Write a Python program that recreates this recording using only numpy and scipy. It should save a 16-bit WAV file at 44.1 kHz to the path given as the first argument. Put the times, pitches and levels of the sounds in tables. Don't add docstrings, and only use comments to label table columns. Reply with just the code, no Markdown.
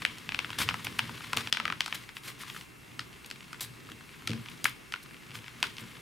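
import sys
import numpy as np
from scipy import signal
from scipy.fft import rfft, irfft, next_fast_len
from scipy.io import wavfile
from scipy.ndimage import uniform_filter1d, minimum_filter1d

SR = 44100
rng = np.random.default_rng(int(sys.argv[2]) if len(sys.argv) > 2 else 0)


def pcm_store(signal):
    levels = np.round(np.clip(np.atleast_2d(signal), -1, 1) * 32767)
    wavfile.write(sys.argv[1], SR, levels.astype(np.int16).T)


def volts_from_db(level):
    exponent = np.asarray(level, float) / 20
    return 10 ** exponent


N = 265261


def evened(x):
    return x / np.sqrt(np.mean(x ** 2) + 1e-20)


def read(points, hz):
    f, value = np.transpose(points)
    return np.interp(np.log(hz + 1), np.log(f + 1), value)


def coloured(x, points):
    n = next_fast_len(x.shape[-1], real=True)
    gain = volts_from_db(read(points, np.fft.rfftfreq(n, 1 / SR)))
    return irfft(rfft(x, n) * gain, n)[..., :x.shape[-1]]


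def add(mix, s, sound):
    part = mix[round(s * SR):][:len(sound)]
    part += sound[:len(part)]


# frequency in Hz, level in dB.
RUMBLE_SPECTRUM = [(15, -16), (30, 11), (50, 12), (70, 17), (95, -41)]


def building_rumble():
    return volts_from_db(-65.5) * evened(coloured(rng.standard_normal((2, N)), RUMBLE_SPECTRUM))


# frequency in Hz, level in dB per Hz.
AIR_SPECTRUM = [(12, -52), (20, -24), (86, -54), (124, -3), (147, -3), (211, -7), (403, -8.5), (565, -20),
                (1200, -14.5), (1940, -18.5), (2110, -12), (3600, -26), (9620, -28), (15400, -36),
                (16400, -48)]
# frequency in Hz, likeness from 0 to 1.
AIR_LIKENESS = [(60, 0.15), (180, 0.24), (550, 0.038), (1650, 0.083), (3600, 0.7), (5400, 0.82),
                (5800, 0.99), (9000, 1)]
# frequency in Hz, level in dB.
WHINE = [(2708, -67.5)]


def room_tone():
    hz = np.fft.rfftfreq(1024, 1 / SR)
    a, b, c, d, patches = rng.standard_normal((N // 256 + 5, 513, 5)).T
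    patches = uniform_filter1d(patches, 10, axis=0)
    patches = evened(uniform_filter1d(patches, 12, axis=1))
    same = np.clip(read(AIR_LIKENESS, hz), -1, 1)[:, None]
    left = a + 1j * b
    right = same * left + np.sqrt(1 - same ** 2) * (c + 1j * d)
    spectra = np.array([left, right]) * volts_from_db(1.6 * patches)
    hiss = signal.istft(spectra, nperseg=1024, noverlap=768)[1][:, :N]
    wash = evened(coloured(hiss, AIR_SPECTRUM))
    t = np.arange(N) / SR
    whine = sum(volts_from_db(db + 4) * np.sin(2 * np.pi * hz * t) for hz, db in WHINE)
    return volts_from_db(-53) * wash + whine


# frequency in Hz, time to fall 60 dB in seconds.
WALL_DECAY = [(500, 0.37), (1500, 0.18), (4000, 0.27), (10000, 0.22)]
# delay in seconds, level in dB.
NEAR_ECHOES = [(.0012, -27), (.0045, -28), (.0098, -20.5), (.0125, -15), (.017, -28)]


def room(x, wet_db):
    taps = np.zeros((2, SR // 2))
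    at = np.arange(400, SR // 2 - 20, 20) + rng.integers(0, 20, (2, (SR // 2 - 401) // 20))
    np.put_along_axis(taps, at, rng.choice([-1., 1.], at.shape), 1)
    hz, t, z = signal.stft(taps, SR, nperseg=256)
    decay = volts_from_db(-60 * t / read(WALL_DECAY, hz)[:, None])
    tail = signal.istft(z * decay, SR, nperseg=256)[1]
    tail *= volts_from_db(wet_db) / np.linalg.norm(tail[0])
    for k, (s, db) in enumerate(NEAR_ECHOES):
        echo = (-1) ** k * volts_from_db(db)
        tail[0, round(s * SR)] += echo
        tail[1, round(s * SR) + 3 * k] += echo
    return signal.fftconvolve(x[None], tail, axes=1)[:, :N]


USUAL_DB = -51
# time in seconds, effort in dB.
HAND_EFFORT = [(0.0, -46.5), (0.32, -49), (0.55, -45), (1.39, -44.5), (1.52, -44.5), (1.81, -53.5),
               (1.94, -42.5), (2.24, -66.5), (2.43, -48), (2.609, -62), (2.85, -57), (3.52, -54),
               (3.89, -55.5), (4.54, -50), (4.77, -56.5), (5.5, -53), (5.85, -50), (6.01, -51)]


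def effort():
    return np.interp(np.arange(N) / SR, *np.transpose(HAND_EFFORT)) - USUAL_DB


# frequency in Hz, width in Hz, level in dB.
TABLE_MODES = [(118.3, 9.7, -8.5), (129.6, 14.7, -2), (164, 25.5, 0), (223.7, 20.2, -1), (281.5, 53, -2),
               (396, 30, -13), (467, 13, -21)]
# start in seconds, level in dB, hold in seconds, upper modes in dB.
HAND_LEANS = [(0.0, -52, 0.087, -2), (0.296, -58.5, .2, 6.5), (0.612, -37.5, .1, -11),
              (0.88, -47.5, 0.0087, -4.5), (1.03, -47.5, 0.1, -4.5), (1.37, -46.5, 0.018, 1),
              (1.547, -53.5, 0.16, 9.5), (1.97, -58, .04, -21), (2.275, -57, .01, -14),
              (2.46, -59, .01, -21), (2.89, -56, .11, -6), (3.656, -50.5, 0.033, -14),
              (3.914, -51.5, .01, 1), (4.298, -43.5, 0.05, -5), (4.668, -51, 0.009, -5.5),
              (5.355, -48, .04, -9), (5.623, -60, 0.036, 7.5), (5.83, -61, 0.026, 2)]
# start in seconds, level in dB, hardness from 0 to 1.
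TABLE_THUDS = [(0.601, -38.5, 0.8), (0.642, -37, 0.4), (1.021, -45, 0.1), (1.364, -39, 0.88),
               (2.255, -39, 0.1), (3.0, -43, 0.34), (4.297, -29.5, 0.69), (4.3149, -35, 0.5),
               (4.341, -33, 0.4), (4.393, -31.5, 0.04), (5.299, -38.5, 0.2), (5.819, -40.5, 0.63)]


def table_top():
    t, now = np.arange(SR // 3) / SR, np.arange(N) / SR
    rise_db_s, fall_db_s, rest_db = 202, 192, -62
    s, db, hold, upper_db = np.transpose(HAND_LEANS)[..., None]
    before, after = np.maximum(s - now, 0), np.maximum(now - s - hold, 0)
    weight = volts_from_db(db - rise_db_s * before - fall_db_s * after)

    modes = [volts_from_db(level - 8.7 * np.pi * width * t) * np.sin(2 * np.pi * hz * t)
             for hz, width, level in TABLE_MODES]
    pushes = rng.standard_normal(N)
    low = evened(signal.oaconvolve(pushes, sum(modes[:2]))[:N])
    upper = evened(signal.oaconvolve(pushes, sum(modes[2:]))[:N])
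    low_level = weight.sum(0) + volts_from_db(rest_db)
    upper_level = volts_from_db(-57.5 + 0.98 * effort()) + (volts_from_db(upper_db) * weight).sum(0)
    out = volts_from_db(-3.5) * (low_level * low + upper_level * upper)

    onset = 1 - np.exp(-t / 0.0032)
    for start, thud_db, hard in TABLE_THUDS:
        ring = sum(m * volts_from_db(7.5 * (hard - .5) * k) for k, m in enumerate(modes))
        add(out, start, volts_from_db(thud_db) * ring * onset)
    return coloured(out, [(40, -17), (75, -3.5), (105, -2.0), (600, 2.5)])


# start in seconds, length in seconds, frequency in Hz, level in dB.
SKIN_SQUEAK = (4.628, .015, 4850, -54)


def squeak():
    s, length, hz, db = SKIN_SQUEAK
    t, out = np.arange(0, length, 1 / SR), np.zeros(N)
    add(out, s, volts_from_db(db) * np.sin(2 * np.pi * hz * t) * np.hanning(len(t)) ** .5)
    return out


def friction(points, per_s, spread_db, clump_db):
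    size = volts_from_db(spread_db * np.minimum(rng.exponential(1, N), 2))
    catches = size * (rng.random(N) < per_s / SR)
    clumps = uniform_filter1d(np.sqrt(catches), size=300)
    clumps = uniform_filter1d(clumps, size=200)
    grip = volts_from_db(clump_db * evened(clumps - clumps.mean()))
    scrape = grip * (0.43 * evened(catches) + 1) * rng.standard_normal(N)
    return evened(coloured(scrape, points))


# frequency in Hz, level in dB per Hz.
RUSTLE_SPECTRUM = [(290, -57), (500, -40), (1040, -1.5), (1560, -2.5), (2160, 0.5), (2370, -2.5),
                   (3270, -2.5), (8000, -20.5), (10400, -24), (17600, -120)]
# frequency in Hz, level in dB per Hz.
FIBRE_HISS_SPECTRUM = [(880, -11.5), (1500, -16), (2990, -9), (3800, -3), (5850, -8), (11300, -6.5),
                       (15500, -13.5), (16400, -38)]
# start in seconds, peak in dB, rise in seconds,
# length in seconds, brightness from 0 to 1.
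FINGER_SKIDS = [(1.378, -42, .002, .04, 0.3), (0.692, -40, .002, .012, 0.15),
                (0.0185, -39, .002, .011, 0.05), (0.612, -44, .003, .026, 0.02),
                (3.008, -53, .003, .025, 0.02), (4.677, -42, .003, .012, 0.03),
                (0.585, -31.5, 0.00091, 0.056, 0.44), (0.844, -34, 0.003, 0.0096, 0.56),
                (0.987, -33, 0.0011, 0.0095, 0.3), (1.3655, -31, 0.002, 0.011, 0.25),
                (1.944, -39, 0.0037, 0.015, 0.52), (2.145, -47, 0.029, 0.042, 0.48),
                (2.221, -40.5, 0.062, 0.091, 0.5), (2.383, -43, 0.039, 0.05, 0.5),
                (2.468, -50, 0.012, 0.048, 0.48), (2.516, -50, 0.037, 0.12, 0.52),
                (3.26, -50, .001, 0.006, 1.), (3.606, -38.5, 0.0022, 0.044, 0.85),
                (3.898, -46, 0.002, 0.0065, 0.3), (3.916, -46, .002, 0.0063, 0.35),
                (4.4995, -49, .001, 0.0017, 0.85), (4.6425, -30, 0.0008, 0.005, 1.),
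                (4.649, -40, .002, 0.023, 0.76), (4.665, -57, 0.0054, 0.067, 0.3),
                (4.693, -45, 0.0023, 0.0044, 1), (5.026, -54.5, .002, 0.014, 1.),
                (5.339, -49.5, .005, 0.043, 0.57), (5.601, -52, 0.0017, 0.0051, 0.7),
                (5.63, -48, .002, 0.057, 0.27), (5.788, -54, 0.012, 0.032, 0.8)]


def fingers():
    busy_db = effort()
    dull = volts_from_db(USUAL_DB + busy_db - 3.0)
    bright = volts_from_db(USUAL_DB - 12 + 0.99 * busy_db)
    for start, db, rise, length, shine in FINGER_SKIDS:
        u = np.arange(0, 2 * length, 1 / SR) / length
        swell = np.clip(u * length / rise, 0, 1)
        push = volts_from_db(db + 4.5 - 6.8 * u) * swell / (1 + u ** 12)
        add(dull, start, push * np.clip(1.1 - shine, 0, 1))
        add(bright, start, push * shine)
    rustle = friction(RUSTLE_SPECTRUM, per_s=1200, spread_db=8., clump_db=1.97)
    hiss = friction(FIBRE_HISS_SPECTRUM, per_s=5000, spread_db=5.0, clump_db=1.3)
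    return dull * rustle + bright * hiss


# start in seconds, peak in dB, frequency in Hz,
# time to fall 60 dB in seconds.
AIR_POCKETS = [(0.051, -12, 2250, .013), (0.051, -13, 2750, .012), (0.322, -31, 850, .012),
               (0.3915, -29, 800, .012), (0.697, -26, 3100, .015), (0.7095, -25, 1250, .03),
               (0.743, -23, 1300, .025), (1.3325, -18, 2700, .013), (1.334, -21, 1050, .025),
               (1.3665, -28, 1000, .02), (1.572, -20, 1400, .025), (1.601, -20, 1300, .03),
               (1.655, -20, 1180, .035), (1.655, -24, 1840, .015), (1.680, -25, 1200, .025),
               (1.702, -23, 1200, .025), (1.725, -23, 1250, .03), (1.862, -27, 1300, .02),
               (1.927, -28, 1700, .02), (2.436, -36, 1000, .02), (2.565, -35, 1300, .02),
               (2.612, -37, 2550, .02), (2.994, -28, 1290, .025), (2.9935, -26, 3800, .016),
               (2.9935, -26, 4750, .016), (2.9935, -26, 2600, .016), (2.9935, -28, 1740, .018),
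               (4.2742, -17, 2350, .015), (4.277, -30, 1300, .03), (4.643, -20, 10500, .008),
               (4.6565, -16, 1450, .03), (4.6565, -21, 2090, .02), (4.667, -30, 1500, .015),
               (4.94, -24, 1430, .025), (5.6295, -21, 1000, .025), (5.634, -27, 2450, .015),
               (5.6435, -24, 1370, .025), (5.643, -27, 2500, .02), (5.668, -29, 2450, .015)]


def pockets():
    out, t = np.zeros(N), np.arange(1500) / SR
    sag, shut = .12, .38
    onset = 1 - np.exp(-t / .0006)
    for s, db, hz, t60 in AIR_POCKETS:
        turns = np.cumsum(hz * (1 + sag * np.exp(-t / .002))) / SR
        fade_db = 60 * (t / (shut * t60)) ** 2
        add(out, s, volts_from_db(db - 3.2 - fade_db) * onset * np.sin(2 * np.pi * turns))
    return out


# frequency in Hz, level in dB.
SHEET_BODY = [(600, -40), (1000, 8), (1400, 14), (1800, 10), (2300, 13), (3200, 12), (4300, 3.5), (5500, 6),
              (7000, -6.5)]
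# frequency in Hz, level in dB.
LOOSE_WING = [(450, -19.5), (700, -8.5), (1000, 1), (1250, -16.5), (1700, -37.5)]
# frequency in Hz, level in dB.
FIBRE_CRACK = [(2500, -5.5), (4500, 4), (6000, -3), (8000, -4.5), (11000, -9.5), (14000, -17), (16000, -34),
               (16600, -60)]


def snap(row, chance):
    s, db, centre_hz, treble_db, flap_db, width = row
    hz = np.fft.rfftfreq(2048, 1 / SR) + 1
    octaves_off = abs(np.log2(hz / centre_hz) / width)
    body = volts_from_db(read(SHEET_BODY, hz) - 6 * octaves_off ** 1.5)
    crack = volts_from_db(treble_db + 14.5 + read(FIBRE_CRACK, hz))
    flap = volts_from_db(flap_db + 13 + read(LOOSE_WING, hz))
    colour = body + crack + flap

    step, size, sign = chance.reshape(3, -1, 1)
    detour = .036 * (np.cumsum(step + .25, axis=0) - step[0] - .25)
    loss_db = 105 * detour * np.clip(4000 / hz, .6, 1) + (1.2 + 8 * size) * (detour > 0)
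    late = 2 * (0.0552 + 0.593 * detour) * np.sqrt(hz) + 0.01418 * detour * hz
    spectra = colour * np.sign(sign - .5) * volts_from_db(-loss_db) * np.exp(-2j * np.pi * late)
    paths = irfft(spectra)[:, :1200]
    sound = paths.sum(0)
    sound = sound * volts_from_db(db) / abs(sound).max()
    plain = evened(paths[0]) * sound.std()
    return s - .0006, sound, plain


# start in seconds, peak in dB, centre in Hz, treble in dB, width in octaves.
HARD_CRACKS = [
    (0.0508, -9.5, 2300, -25, 0.53),
    (1.5263, 1.5, 3530, -21, 0.8),
    (1.8066, -10.5, 2930, -22, 1.09),
    (4.6432, -16, 5000, 0, 1.1),
    (4.655, -9.5, 2000, -40, 0.55),
    (5.628, -9, 2900, -18, 0.6),
    (6.0131, -8, 2150, -30, 0.4),
]
# start in seconds, peak in dB, centre in Hz, treble in dB.
PINCH_SNAPS = [
    (0.0205, -28, 1300, -24),
    (0.184, -34, 2710, -1),
    (0.291, -18, 2600, -34),
    (0.321, -21, 2500, -36),
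    (0.346, -16.5, 2600, -34),
    (0.3905, -13.5, 2600, -28),
    (0.446, -20.5, 2040, -46),
    (0.493, -34, 1220, -25),
    (0.504, -23.5, 2280, -21),
]
# start in seconds, peak in dB, centre in Hz, treble in dB.
BEND_SNAPS = [(0.588, -19.5, 3410, -18), (0.603, -26, 1130, -18), (0.689, -11, 2380, -34),
              (0.709, -22.5, 1350, -34), (0.742, -19.5, 1300, -27), (0.869, -17, 2120, -31),
              (0.992, -9.5, 2350, -40), (1.094, -28, 1010, -37), (1.207, -30, 985, -40),
              (1.332, -16, 1500, -16), (1.372, -11, 2900, -15), (1.408, -33, 1340, -8),
              (1.473, -21, 3030, -46)]
# start in seconds, peak in dB, centre in Hz, treble in dB.
SQUEEZE_SNAPS = [(1.548, -14, 1820, -23), (1.571, -10, 1850, -24), (1.6, -11.5, 1750, -28),
                 (1.654, -13.5, 1900, -28), (1.679, -19, 1800, -34), (1.701, -18.5, 1800, -36),
                 (1.724, -18, 1750, -29), (1.861, -21.5, 3200, -10), (1.879, -27, 1070, -18),
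                 (1.926, -15, 2100, -48), (1.945, -30, 1910, -22), (2.091, -31, 1970, -21),
                 (2.168, -25.5, 2600, -32), (2.435, -32.5, 1010, -25)]
# start in seconds, peak in dB, centre in Hz, treble in dB.
FLATTEN_SNAPS = [(2.5, -26, 2960, -42), (2.547, -32, 1400, -29), (2.564, -29, 1460, -31),
                 (2.611, -32, 2550, -16), (2.9932, -22, 2200, -16), (3.302, -33, 3250, -1),
                 (3.312, -23, 2460, -14), (3.53, -29, 1090, -18), (3.545, -33, 1400, -26),
                 (4.274, -19, 3000, -12), (4.294, -28, 3010, -14), (4.305, -27, 3580, -17),
                 (4.316, -26.5, 2460, -16), (4.333, -26.5, 1980, -15), (4.46, -31, 2170, -39),
                 (4.486, -29, 2740, -38), (4.923, -24.5, 2300, -13.5), (4.939, -17, 2080, -38),
                 (4.96, -29, 1360, -26), (5.354, -27.5, 2140, -18), (5.481, -30, 2170, -29),
                 (5.64, -22, 1500, -30), (5.669, -29, 2360, -18), (5.783, -27, 3340, -32)]
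# start in seconds, peak in dB, centre in Hz.
SETTLING_TICKS = [(3.129, -41, 2770), (3.161, -43, 2710), (3.246, -35, 3430), (3.359, -39, 2470),
                  (3.407, -34, 2410), (3.443, -39, 3900), (3.597, -34.5, 2400), (3.87, -39, 2550),
                  (3.89, -36, 1170), (4.009, -38.5, 1580), (4.092, -38, 2360), (4.222, -39.5, 1150),
                  (4.377, -39, 2050), (5.11, -37.5, 1470), (5.144, -36.5, 2420), (5.167, -39.5, 2400),
                  (5.234, -41, 2250), (5.296, -41, 2510), (5.307, -36, 2580), (5.316, -35, 2450),
                  (5.389, -35.5, 2630), (5.443, -34.5, 2390), (5.463, -38, 2600), (5.768, -32.5, 4200),
                  (5.798, -36, 2380), (5.968, -38, 2710)]
# start in seconds, peak in dB, centre in Hz, treble in dB.
CREASE_SLIPS = [
    (0.061, -30, 2200, -10),
    (0.0765, -31, 2200, -20),
    (1.8445, -33, 4000, -8),
    (1.907, -36, 1800, -20),
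    (2.236, -38, 2900, -15),
    (2.257, -35, 2180, -25),
    (3.003, -35, 4500, -14),
    (3.007, -36, 3200, -20),
    (4.653, -20, 3500, -30),
    (4.662, -28, 3000, -12),
]


def creases():
    out, aside, around = np.zeros(N), np.zeros(N), np.zeros(N)
    ticks = [(*row, -23) for row in SETTLING_TICKS]
    # snaps, loose wing in dB (weaker once the sheet is held down), width in octaves
    gestures = [(PINCH_SNAPS, -8, 0.75), (BEND_SNAPS, -6, 0.91), (SQUEEZE_SNAPS, -8.5, 0.88),
                (FLATTEN_SNAPS, -14.5, 0.93), (ticks, -12, 0.68)]
    rows = [(*row, -15, width) for *row, width in HARD_CRACKS]
    rows += sorted((*row, flap_db, width) for snaps, flap_db, width in gestures for row in snaps)
    rows += [(*row, -20, .7) for row in CREASE_SLIPS]
    for row, chance in zip(rows, rng.random((len(rows), 37))):
        s, sound, plain = snap(row, chance[1:])
        add(out, s, sound)
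        add(aside, s, .26 * (chance[0] - .5) * sound)
        add(around, s, plain)
    rings = pockets()
    return out + rings, coloured(aside, [(3000, -2.5), (8000, 4.5)]), around + volts_from_db(-3) * rings


# frequency in Hz, side level in dB.
STEREO_WIDTH = [(100, -2.5), (300, 0.6), (2000, -4.5), (4500, -2), (7000, -18.5), (15000, -22)]
# frequency in Hz, left minus right in dB.
STEREO_LEAN = [(60, 0.4), (150, 0.6), (380, -4.5), (950, 4), (2380, 3), (5980, 1), (15000, 0.5)]


def scene():
    paper, aside, around = creases()
    hands = fingers() + squeak() + table_top()
    left, right = paper + hands + room(around + hands, wet_db=-10.0)
    mid = (left + right) / 2
    side = coloured((left - right) / 2, STEREO_WIDTH) + aside
    hz, db = np.transpose(STEREO_LEAN)
    pair = [coloured(mid + way * side, np.transpose([hz, way * db / 2])) for way in (1, -1)]
    return np.array(pair) + room_tone() + building_rumble()


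def band_limit(x):
    return signal.sosfilt(signal.butter(12, 16540, fs=SR, output="sos"), x)


def record(dry):
    peak_db = 20 * np.log10(abs(dry).max(0) + 1e-9)
    ahead_db = -minimum_filter1d(-peak_db, size=1101, origin=-550, mode="nearest")
    rise = np.arange(N) * 60. / SR
    held_db = np.maximum.accumulate(ahead_db + rise) - rise
    over_db = np.maximum(held_db + 5.8, 0)
    limited = dry / volts_from_db(uniform_filter1d(over_db, size=120))
    return band_limit(coloured(limited, [(16200, 0), (16600, -70)]))


dry = scene()
out = record(dry)
pcm_store(out)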